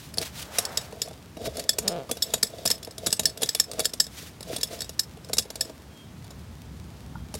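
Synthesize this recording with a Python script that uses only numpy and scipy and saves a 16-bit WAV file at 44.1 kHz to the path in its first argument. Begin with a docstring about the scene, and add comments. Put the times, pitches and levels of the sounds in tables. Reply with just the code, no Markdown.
"""First a scuff of cloth and soles over a low outdoor rumble, then the rattle of a steel floor jack on a driveway.
The long loose handle strikes in its socket: each blow sets off decaying modes of tube and frame and a noise crash.
Between blows the joint rubs as random slips into the frame, and creaks once as a train of stick-slip snaps.
A wall six or seven metres off returns one smeared echo; low thuds pass into the ground.
A tap, a thin whistle and a steady wash lie behind; at the microphone peaks are rounded and the top is cut."""
import sys
import numpy as np
from scipy import signal
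from scipy.fft import rfft, irfft, next_fast_len
from scipy.io import wavfile
from scipy.ndimage import uniform_filter1d

SR = 44100
rng = np.random.default_rng(int(sys.argv[2]) if len(sys.argv) > 2 else 0)


def put_to_file(sound):
    """Save the sound as 16-bit audio at rate SR, in the file named by the first command-line argument."""
    columns = np.atleast_2d(sound).T  # one column per channel
    safe = np.clip(columns, -1, 1)
    whole_steps = np.round(safe * 32767)
    wavfile.write(sys.argv[1], SR, whole_steps.astype(np.int16))


N = 326063
TIME = np.arange(N) / SR
AGE = np.arange(SR // 5) / SR   # seconds since a blow

# Blows of the handle in its socket. Each row: start in seconds, contact time in seconds, strength in dB,
# looseness from 0 (seated against the frame) to 1 (hanging free).
HANDLE_BLOWS = [(0.1376, .0016, -41, 0.45), (0.1715, 0.0014, -39.5, .15), (.183, 0.00056, -33, 0.17),
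                (.2137, 0.00064, -36, .15), (0.5833, 0.0016, -20.5, 0.28), (0.6507, 0.001, -29, 0.78),
                (0.7715, 0.0014, -22.5, 0.66), (1.017, 0.0006, -25.5, 0.65), (1.5677, 0.0016, -37, 0.23),
                (1.5927, 0.0023, -34, 0.38), (1.6908, 0.001, -17.5, 0.67), (1.783, .0017, -26, 0.089),
                (1.8767, 0.0018, -21, 0.74), (2.1118, .001, -29, 0), (2.1668, 0.0024, -43.5, 0),
                (2.221, 0.0011, -26, 1), (2.3349, 0.0021, -23, 0.12), (2.427, 0.0019, -18.5, 0.56),
                (2.6521, 0.0016, -30.5, 0), (2.6554, 0.0029, -23.5, 0.49), (2.6741, .0013, -24, 1),
                (2.7013, 0.001, -25.5, 0.32), (2.7108, 0.00124, -20.5, 1), (2.8268, 0.0019, -41, 0.48),
                (2.847, 0.00058, -41, 0.66), (2.9078, .0012, -45, 0.61), (2.9796, 0.00094, -38, 0.29),
                (3.06, 0.0027, -27.5, 0.36), (3.0657, 0.0021, -25.5, .2), (3.1036, .0011, -37, 0.66),
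                (3.117, 0.0012, -39, .4), (3.1258, 0.0011, -19.5, 0.53), (3.1927, 0.0016, -25, 0.19),
                (3.2319, 0.00088, -40, 0.34), (3.2542, 0.0012, -17, 0.87), (3.373, 0.00092, -40, 0.21),
                (3.4149, 0.0037, -31.5, 0.13), (3.43, 0.0012, -23.5, 0.25), (3.457, 0.0018, -39, 0.65),
                (3.4878, 0.0019, -23, 0.85), (3.5471, 0.0016, -25.5, 0.37), (3.5978, 0.00078, -16, 0.82),
                (3.714, .0003, -37.5, 0.22), (3.7322, 0.00087, -44, 0.08), (3.792, 0.0014, -29, 0.11),
                (3.7991, 0.0019, -28, 0.28), (3.844, 0.0018, -33, 0.59), (3.8526, 0.0012, -21, 0.59),
                (3.9329, 0.0023, -33.5, 0.27), (3.998, 0.0029, -16.5, 0.9), (4.066, 0.00066, -42, .4),
                (4.2233, 0.00087, -50, 0.14), (4.4062, 0.00065, -43, 0.15), (4.4273, 0.00071, -41.5, 0.48),
                (4.5606, 0.0019, -31, 0.32), (4.58, 0.0019, -42.5, 0.045), (4.609, 0.0018, -36, 0.56),
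                (4.63, 0.001, -24, 0.62), (4.787, .002, -46, 0.76), (4.8054, 0.00045, -32, 0.69),
                (4.8169, 0.0011, -32.5, 0.59), (4.843, .001, -45, 0.41), (4.892, 0.001, -38.5, 0.23),
                (4.991, .0023, -20.5, 1), (5.245, 0.00093, -47, 0.57), (5.331, .0013, -26, 0.32),
                (5.3673, 0.0014, -36, 0.37), (5.3808, .0022, -19, 0.59), (5.3897, 0.0022, -29, 0.43),
                (5.5008, 0.0016, -39.5, 0.16), (5.5546, 0.0012, -37.5, 0.27), (5.6071, 0.0015, -22.5, 0.64),
                (6.2393, 0.0033, -53, 0.31), (6.302, 0.003, -49, 0.21), (7.3398, 0.00069, -40, 0),
                (7.3471, 0.0025, -39.5, 0.029)]
# How a blow feeds knock, clack, clang, ting and shimmer. Each row: share when seated in dB, share when loose in dB,
# growth in dB per dB of strength.
BLOW_DRIVE = [(0, -26, 0.81), (-6.5, -17, 1), (-3, 1.5, .97), (3, -4.5, 1.09), (-23.5, -10.5, 0.8)]
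FIRM_BLOW_DB = -25   # the strength at which these shares hold
# Registers of knock, clack, clang, ting and shimmer. Each row: low edge in Hz, high edge in Hz,
# crash of dense weak modes in dB, its t60 in seconds, lingering ring in dB, onset delay in seconds.
REGISTERS = [(151, 790, -5.5, 0.033, -43, 0.00026), (905, 3797, 2.5, 0.017, -20.5, .0001),
             (3430, 5626, 0.5, 0.015, -15, .0001), (5540, 12400, 1, 0.023, -11.5, .0005),
             (11600, 18600, 13, 0.018, -12, .0004)]
# Modes of the frame (low) and handle (high). Each row: pitch in Hz, level when seated in dB,
# level when loose in dB, t60 in seconds.
JACK_MODES = [(210.7, -9, 3, 0.054), (315, 0, -1.5, 0.012), (438, 3, 4.5, 0.043), (483.5, 3.5, 2.5, 0.035),
              (573, 0, -13.5, 0.042), (627, 0, -3, 0.044), (680, -1.5, -15, 0.053), (1780, -20, 9, 0.025),
              (1804, 3.5, 1, 0.013), (2140, 2, -40, 0.026), (2600, 13.5, -12, 0.0079),
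              (2794, 9, -11, 0.021), (3447, 0, -20.5, 0.078), (3800, 1.5, -15, 0.057),
              (4484, 0, -6.5, 0.022), (4633, 11, -40.5, 0.0094), (5100, 8, 4.5, 0.017),
              (5195, 4.5, 6.5, 0.016), (5320, -16, 10, 0.03), (5550, 7, -5.5, 0.0084),
              (6540, -8, -0.5, 0.014), (7017, 0, 5, 0.035), (7580, -9, 0.5, 0.035),
              (7990, -16, -6.5, 0.0094), (7870, -13, 11, 0.023), (8380, -3, -1, 0.026),
              (9730, 4.5, 0, 0.017), (9670, 0.5, -31, 0.03), (11360, -13.5, -3, 0.026),
              (11260, -16, -10.5, 0.025), (13000, -46, -4.5, 0.11), (13900, -32, 13, .025),
              (15600, -13, -28, 0.048), (15700, -18, -25, 0.038)]
# Pure high ringing after four blows. Each row: start in seconds, level in dB.
RING_OUTS = [(1.019, -32), (2.2225, -20), (4.632, -29.5), (5.334, -34)]
# One dry snap of the joint catching: start in seconds, gain in dB.
SNAP = (0.1833, -8.5)
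# Its quickly damped modes. Each row: pitch in Hz, level in dB, t60 in seconds.
SNAP_MODES = [(4450, -1.5, 0.0089), (4800, -1, 0.0062), (9700, -7, 0.0044)]
# The frame rocking and bumping dully on the ground. Each row: start in seconds, level in dB.
FRAME_BUMPS = [(0.922, -38), (1.073, -39.5), (1.1078, -41.5), (1.367, -37), (1.4125, -40), (1.454, -36),
               (1.578, -40), (2.09, -35), (2.869, -37.5), (3.783, -39), (4.528, -32), (5.169, -44.5),
               (5.2933, -36), (5.451, -42), (5.651, -44), (5.694, -39), (7.357, -47)]
BUMP_CONTACT_S, BUMP_RATTLE_DB = 0.00178, -14.5   # a bump stirs the higher registers only faintly
# Strokes of the joint rubbing. Each row: peak time in seconds, length in seconds, level in dB before each layer's gain.
RUB_STROKES = [(0.204, 0.097, -34.5), (1.036, 0.36, -45.5), (1.465, 0.15, -30.5), (1.591, 0.18, -35),
               (1.856, 0.5, -43), (2.105, 0.067, -37.5), (2.355, 0.5, -45.5), (2.62, 0.48, -41),
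               (2.794, 0.14, -60), (3.068, 0.17, -36.5), (3.273, 0.16, -38), (3.43, 0.15, -39.5),
               (3.79, 0.3, -39.5), (4.515, 0.16, -37.5), (4.749, 0.23, -41), (5.335, 0.24, -50),
               (5.623, 0.24, -45)]
# Each stroke of rubbing shakes a light tick out of the handle, scattered about the peak by a share of its length.
TICK_DB, TICK_SPREAD_DB, TICK_CONTACT_S, TICK_LOOSENESS = -50, 5, 0.00097, 0.15
TICK_SCATTER = 0.2
# The joint creaking. Each row: time in seconds, slips per second before jitter, level in dB before the creak's gain.
CREAK_SLIPS = [(1.815, 227, -49), (1.861, 200, -33), (1.898, 184, -31), (1.939, 165, -30.5),
               (1.971, 182, -31), (1.998, 120, -32.5), (2.026, 138, -38), (2.05, 95, -44)]
# Thud of the ground: level against its knock in dB, length and lag of its peak in seconds, share of rubbing in dB.
THUD_DB, THUD_S, THUD_DELAY_S, RUB_THUD_DB = -12, 0.044, 0.025, -10.5
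# Cloth and soles scuffing. Each row: peak time in seconds, length in seconds, level in dB before the scuff's gain.
SCUFF_STROKES = [(.01, 0.33, -47), (.25, 0.14, -35.5), (.395, 0.16, -36), (.57, 0.26, -40),
                 (.78, 0.52, -46.5), (2.29, 0.61, -49), (2.7, 0.12, -35), (3.54, 0.28, -44),
                 (4.22, 0.28, -43), (4.55, 0.21, -40), (4.77, 0.34, -46.5), (5.69, 0.13, -51),
                 (7.38, 0.11, -49)]
# Spectrum of scuffs and grit. Each row: frequency in Hz, relative density in dB.
SCUFF_COLOUR = [(700, -2.5), (1500, 1.5), (2500, 3.5), (3600, 5), (5200, 3.5), (7000, 1), (10000, -2),
                (15500, -5.5)]
RUB_HISS_DB, RUSTLE_DB = -9.5, -57   # hiss of the joint against its rubbing; steady rustle of clothes
# Every stroke swells alike: share of its length spent rising, fall at its ends in dB, roundness of its top.
RISE_SHARE, EDGE_DB, ROUNDNESS = 0.52, 19, 1.43
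# One broad, soft rush of mid-band noise. Each row: peak time in seconds, length in seconds, level in dB.
RUSH_SWELLS = [(.66, 0.67, -40.5)]
# Spectrum of the rush. Each row: frequency in Hz, relative density in dB.
RUSH_COLOUR = [(600, 6.5), (1000, 0), (1600, -2.5), (2400, -10.5)]
# A dull tap further off: start in seconds, gain in dB.
TAP = (7.154, -35.5)
# Its hollow modes. Each row: pitch in Hz, level in dB, t60 in seconds.
TAP_MODES = [(910, 9, 0.024), (1110, -5, 0.05), (1376, -9, 0.058), (1421, 1, 0.044)]
# A faint, thin whistle far off. Each row: peak time in seconds, length in seconds, level in dB.
WHISTLE_SWELLS = [(6.0, 0.2, -52), (7.2, .2, -62)]
WHISTLE_HZ = 3250   # centre of its wavering
# Outdoor rumble. Each row: time in seconds, level in dB before its wavering.
RUMBLE_LEVEL = [(0, -44), (.7, -47), (1.6, -51), (2.3, -50.5), (2.9, -50.5), (3.6, -53), (4.3, -48.5),
                (4.9, -49.5), (5.25, -46), (5.7, -52), (6.2, -42), (7.39, -43.5)]
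# Spectrum of the rumble and of the thuds. Each row: frequency in Hz, relative density in dB.
RUMBLE_COLOUR = [(30, -32), (42, -20), (60, 0.5), (100, -2), (160, -3.5), (240, -8.5), (400, -30.5),
                 (900, -30.5)]
# Spectrum of the steady distant wash. Each row: frequency in Hz, relative density in dB.
AIR_COLOUR = [(150, 2), (300, 4), (600, -2.5), (1000, -5.5), (2000, -11), (4000, -17.5), (15000, -32)]
AIR_DB = -52.5
CUTOFF_HZ = 15900


def from_db(db):
    """Decibels to gain."""
    return 10 ** (np.asarray(db) / 20)


def rms_one(x):
    """Scale each row to rms 1."""
    return x / np.sqrt(np.mean(x ** 2, axis=-1, keepdims=True) + 1e-20)


def attack_one(x):
    """Scale each row to rms 1 over its first 10 ms."""
    return x / np.sqrt(np.mean(x[..., :SR // 100] ** 2, axis=-1, keepdims=True) + 1e-20)


def level(rows):
    """Gain in time from rows (seconds, .., dB), practically silent outside them."""
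    rows = np.array(rows)
    return from_db(np.interp(TIME, rows[:, 0], rows[:, -1], left=-120, right=-120))


def swells(rows):
    """Gain in time of strokes (peak seconds, length seconds, dB) that rise to a peak and fade."""
    power = np.zeros(N)
    for s, length, db in rows:
        near = slice(max(int((s - 2 * length) * SR), 0), int((s + 2 * length) * SR))
        since = (TIME[near] - s) / length
        away = np.maximum(-since / RISE_SHARE, since / (1 - RISE_SHARE))   # 0 at the peak, 1 at the ends
        power[near] += from_db(db - EDGE_DB * away ** ROUNDNESS) ** 2
    return np.sqrt(power)


def band(x, low, high):
    """Causal band-pass."""
    return signal.sosfilt(signal.butter(2, [low, min(high, .45 * SR)], "band", fs=SR, output="sos"), x)


def drift(rate):
    """Random wander of rms 1, with `rate` knots per second."""
    knots = rng.standard_normal(int(N / SR * rate) + 2)
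    return rms_one(np.interp(TIME * rate, np.arange(len(knots)), knots))


def coloured(x, colour):
    """Shape the spectrum of a sound, with falling skirts beyond the table; rms 1."""
    hz, db = np.transpose(colour)
    size = next_fast_len(N, True)
    f = np.maximum(np.arange(size // 2 + 1) * SR / size, 1)
    skirts = np.minimum(f / hz[0], 1) ** 2 * np.minimum(hz[-1] / f, 1) ** 2
    gain = skirts * from_db(np.interp(np.log(f), np.log(hz), db))
    return rms_one(irfft(rfft(x, size) * gain, size)[:N])


def grains(per_s, spread_db):
    """Random tiny contacts of uneven size; rms 1."""
    sizes = from_db(spread_db * np.minimum(rng.exponential(1, N), 4)) * rng.choice([-1, 1], N)
    return rms_one(sizes * (rng.random(N) < per_s / SR))


def dying(t60):
    """Exponential decay by 60 dB in t60 seconds."""
    return np.exp(-np.log(1000) * AGE / t60)


def rings(modes):
    """One decaying sine per mode (Hz, dB, t60)."""
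    return np.array([from_db(db) * np.sin(2 * np.pi * hz * AGE) * dying(t60) for hz, db, t60 in modes])


def add(out, s, sound):
    """Mix a sound in at a time in seconds."""
    i = max(int(s * SR), 0)
    out[i:i + len(sound)] += sound[:N - i]


def blows():
    """Times, contact times, looseness and register levels: a seated handle knocks the frame, a loose one rings."""
    chance = rng.standard_normal((len(RUB_STROKES), 2))
    ticks = []
    for (s, length, _), (when, size) in zip(RUB_STROKES, chance):
        at = s + TICK_SCATTER * length * when
        ticks.append((at, TICK_CONTACT_S, TICK_DB + TICK_SPREAD_DB * size, TICK_LOOSENESS))
    s, contact, db, loose = np.transpose(HANDLE_BLOWS + ticks)
    levels = []
    for seated_db, loose_db, growth in BLOW_DRIVE:
        share_db = (1 - loose) * seated_db + loose * loose_db
        levels.append(FIRM_BLOW_DB + growth * (db - FIRM_BLOW_DB) + share_db)
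    return np.array([s, contact, loose, *levels])


def bumps():
    """The same for bumps of the frame: a full knock, with little of the handle."""
    rows = []
    for s, db in FRAME_BUMPS:
        middle = (db + BUMP_RATTLE_DB,) * (len(BLOW_DRIVE) - 2)
        rows.append((s, BUMP_CONTACT_S, 0, db) + middle + (db + 2 * BUMP_RATTLE_DB,))
    return np.transpose(rows)


def contact_force(contact):
    """Brief chatter that swells and fades; hard steel contacts drive all pitches about equally."""
    phase = AGE[:SR // 50] / contact[:, None]
    press = phase ** 2 * np.exp(-1.5 * phase)
    # keep the timing of the noise but level its spectrum
    chatter = irfft(np.exp(1j * np.angle(rfft(press * rng.standard_normal(press.shape)))))
    return np.sqrt(press) * chatter


def clinks(hits, linger_t60=0.12, vary_db=5.0, loose_crash_db=-7.5, freeing=1.43, skirt=0.82):
    """Each blow's contact force rings every mode of the jack with a strength of its own."""
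    s, contact, looseness, *levels = hits
    force = contact_force(contact)
    # a loose blow lets the tube clang purely; a seated one rattles the small parts
    loose = np.clip(.5 + freeing * (looseness - .5), 0, 1)[:, None]
    out = np.zeros(N)
    for (low, high, dense_db, dense_t60, linger_db, delay), db in zip(REGISTERS, levels):
        hz, seated_db, loose_db, t60 = np.transpose([m for m in JACK_MODES if low <= m[0] < high])
        shape = (len(s), len(hz))
        mode_db = (1 - loose) * seated_db + loose * loose_db
        strength = from_db(mode_db + vary_db * rng.standard_normal(shape))
        body = attack_one((strength * rng.choice([-1, 1], shape)) @ rings(zip(hz, 0 * hz, t60)))
        # all modes also ring on faintly, with strengths drawn anew for every blow
        lingering = np.sqrt(strength) * rng.standard_normal(shape)
        body = body + from_db(linger_db) * attack_one(lingering @ rings((f, 0, linger_t60) for f in hz))
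        # the handle sits a little differently each time, which shifts its pitch
        stretch = 1 + .004 * rng.standard_normal(len(s))
        body = np.array([np.interp(AGE * k, AGE, row) for k, row in zip(stretch, body)])
        # the many weak modes of the linkage merge into a short crash
        crash_decay = dying(dense_t60) + .5 * from_db(linger_db) * dying(linger_t60)
        crash = attack_one(band(rng.standard_normal(body.shape) * crash_decay, low, high))
        body = body + from_db(dense_db + loose * loose_crash_db) * crash
        # each part radiates little below its own register
        body = band(body, skirt * low, SR / 2)
        struck = attack_one(signal.fftconvolve(force, body, axes=1))
        for at, sound in zip(s, from_db(db)[:, None] * struck):
            add(out, at + delay, sound)
    return out


def ring_outs(ring_t60=0.065, swell_s=0.0072, vary_db=0.5, lowest_hz=3300, favour=0.65, tilt_db=-5.0):
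    """Pure high ringing: sines with a shared decay and a soft onset, tilted in favour of the lower ones."""
    out = np.zeros(N)
    high_modes = []
    for hz, seated_db, loose_db, t60 in JACK_MODES:
        if hz > lowest_hz:
            damping_db = favour * 20 * np.log10(t60)
            high_modes.append((hz, max(seated_db, loose_db) + damping_db + tilt_db * np.log2(hz / lowest_hz)))
    for (s, db), chance in zip(RING_OUTS, rng.standard_normal((len(RING_OUTS), len(high_modes)))):
        modes = rings((hz, mode_db + vary_db * c, ring_t60) for (hz, mode_db), c in zip(high_modes, chance))
        ring = (-1) ** np.arange(len(high_modes)) @ modes * (1 - dying(swell_s))
        add(out, s, from_db(db) * attack_one(band(ring, lowest_hz, SR / 2)))
    return out


def snap():
    """A tight contact of the joint: a few high modes that are damped at once."""
    out = np.zeros(N)
    add(out, SNAP[0], from_db(SNAP[1]) * rings(SNAP_MODES).sum(0) * (1 - dying(0.00085)))
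    return out


def frame(force, low_hz, high_hz=900):
    """The seated jack's modes within a range, driven by a force."""
    modes = rings([(hz, db, t60) for hz, db, _, t60 in JACK_MODES if low_hz < hz < high_hz])
    return signal.fftconvolve(force, (-1) ** np.arange(len(modes)) @ modes)[:N]


def rub(rubbing, gain_db=-1., rasp_db=-15.0):
    """Steel sliding on steel: uneven small slips into the frame, with a rasp from the tube."""
    slips = grains(450, 5.4)
    rasp = from_db(rasp_db) * rms_one(frame(slips, 3100, 8000))
    return from_db(gain_db) * rubbing * (rms_one(frame(slips, 250)) + rasp)


def jingle(rubbing, per_s=70, gain_db=-12, limit_db=-40):
    """While the joint rubs, the handle chatters lightly in its socket."""
    chatter = rms_one(frame(grains(per_s, 10.0), 3100, 12000))
    return from_db(gain_db) * np.minimum(rubbing, from_db(limit_db)) * chatter


def creak(jitter=.085, uneven_db=2.0, snap_db=-16.5, rasp_db=-11., groan_db=-2.0, gain_db=-3.0):
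    """The joint sticks and slips in a broadly slowing train; each slip snaps and rings the frame."""
    s, per_s, _ = np.transpose(CREAK_SLIPS)
    rate = np.interp(TIME, s, per_s)
    turns = np.cumsum(rate * (1 + jitter * drift(150))) / SR
    slips = np.diff(np.floor(turns), prepend=0) * from_db(uneven_db * rng.standard_normal(N))
    body = frame(slips, 250) + 1e-9
    body = body / np.sqrt(uniform_filter1d(body ** 2, size=2000) + 1e-12)   # even out its level
    # a groan at the slip rate swells as that rate nears the lowest frame mode
    off_pitch = (rate - JACK_MODES[0][0]) / 22
    groan = np.sin(2 * np.pi * turns) * np.sqrt(2 / (1 + off_pitch ** 2))
    rasp = from_db(rasp_db) * rms_one(band(slips, 570, 1720))
    snaps = from_db(snap_db) * rms_one(band(slips, 1600, 3400))
    return from_db(gain_db) * level(CREAK_SLIPS) * (body + from_db(groan_db) * groan + rasp + snaps)


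def thuds(hits, rubbing):
    """Knocks and rubbing of the frame pass into the ground as low thuds."""
    s, _, _, knock_db, *_ = hits
    weight = swells([(at + THUD_DELAY_S, THUD_S, db + THUD_DB) for at, db in zip(s, knock_db)])
    shaking = np.hypot(weight, from_db(RUB_THUD_DB) * rubbing)
    return shaking * coloured(rng.standard_normal(N), RUMBLE_COLOUR)


def scuff(rubbing, gain_db=-1.5, grit_db=-6.5, flutter_db=5.0, firm_db=-41.5):
    """A smooth hiss that turns uneven and gritty as the rubbing gets firm."""
    joint_hiss = from_db(RUB_HISS_DB) * rubbing
    friction = np.sqrt(swells(SCUFF_STROKES) ** 2 + joint_hiss ** 2 + from_db(RUSTLE_DB) ** 2)
    firm = np.clip(friction / from_db(firm_db), 0, 1)
    grit = from_db(grit_db) * firm * coloured(grains(600, 3.6), SCUFF_COLOUR)
    hiss = coloured(rng.standard_normal(N), SCUFF_COLOUR)
    return friction * from_db(gain_db + flutter_db * firm * drift(70)) * (hiss + grit)


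def noise_rush():
    """Coloured noise that swells and fades."""
    return swells(RUSH_SWELLS) * coloured(rng.standard_normal(N), RUSH_COLOUR)


def crumbs(per_s=9, gain_db=-67):
    """Sparse, faint crackles of grit underfoot."""
    return from_db(gain_db) * coloured(grains(per_s, 1.4), SCUFF_COLOUR)


def driveway(x, wall_s=.0385, wall_db=-24.0, scatter_db=-19.0, scatter_t60=0.058):
    """One smeared echo from a wall, 13 m there and back, and a faint scatter from things around."""
    wall = band(rng.standard_normal(len(AGE)) * dying(0.037), 200, 19000)
    scatter_decay = dying(scatter_t60) * (1 - dying(0.01))
    scatter = band(rng.standard_normal(len(AGE)) * scatter_decay, 300, 4200)
    echo = from_db(scatter_db) * scatter / np.linalg.norm(scatter)
    add_at = int(wall_s * SR)
    echo[add_at:] += from_db(wall_db) * wall[:len(AGE) - add_at] / np.linalg.norm(wall)
    return x + signal.fftconvolve(x, echo)[:N]


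def tap():
    """A soft, hollow tap: a few damped modes with a softened onset."""
    out = np.zeros(N)
    add(out, TAP[0], from_db(TAP[1]) * rings(TAP_MODES).sum(0) * (1 - dying(0.013)))
    return out


def whistle(waver_hz=40):
    """A thin sine tone whose pitch wavers at random."""
    hz = WHISTLE_HZ + waver_hz * drift(200)
    return swells(WHISTLE_SWELLS) * np.sin(2 * np.pi * np.cumsum(hz) / SR)


def outdoors(waver_db=1.5, wavers_per_s=8):
    """Low, wavering rumble and a steady distant wash, both of coloured noise."""
    waver = from_db(waver_db * drift(wavers_per_s))
    rumble = level(RUMBLE_LEVEL) * waver * coloured(rng.standard_normal(N), RUMBLE_COLOUR)
    return rumble + from_db(AIR_DB) * coloured(rng.standard_normal(N), AIR_COLOUR)


def scene():
    """The jack, tap and grit echo off the wall; thuds, scuffs, rush, whistle and outdoors arrive without echo."""
    hits, rubbing = np.hstack([blows(), bumps()]), swells(RUB_STROKES)
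    jack = clinks(hits) + ring_outs() + snap() + rub(rubbing) + jingle(rubbing) + creak()
    unechoed = thuds(hits, rubbing) + scuff(rubbing) + noise_rush()
    return (driveway(jack + tap() + crumbs()) + unechoed + whistle() + outdoors())[None]


def record(dry):
    """The microphone's chain: the highest peaks are rounded and the top is cut steeply."""
    rounded = np.tanh(dry)
    return signal.sosfilt(signal.ellip(10, .1, 80, CUTOFF_HZ, fs=SR, output="sos"), rounded)


dry = scene()
out = record(dry)
put_to_file(out)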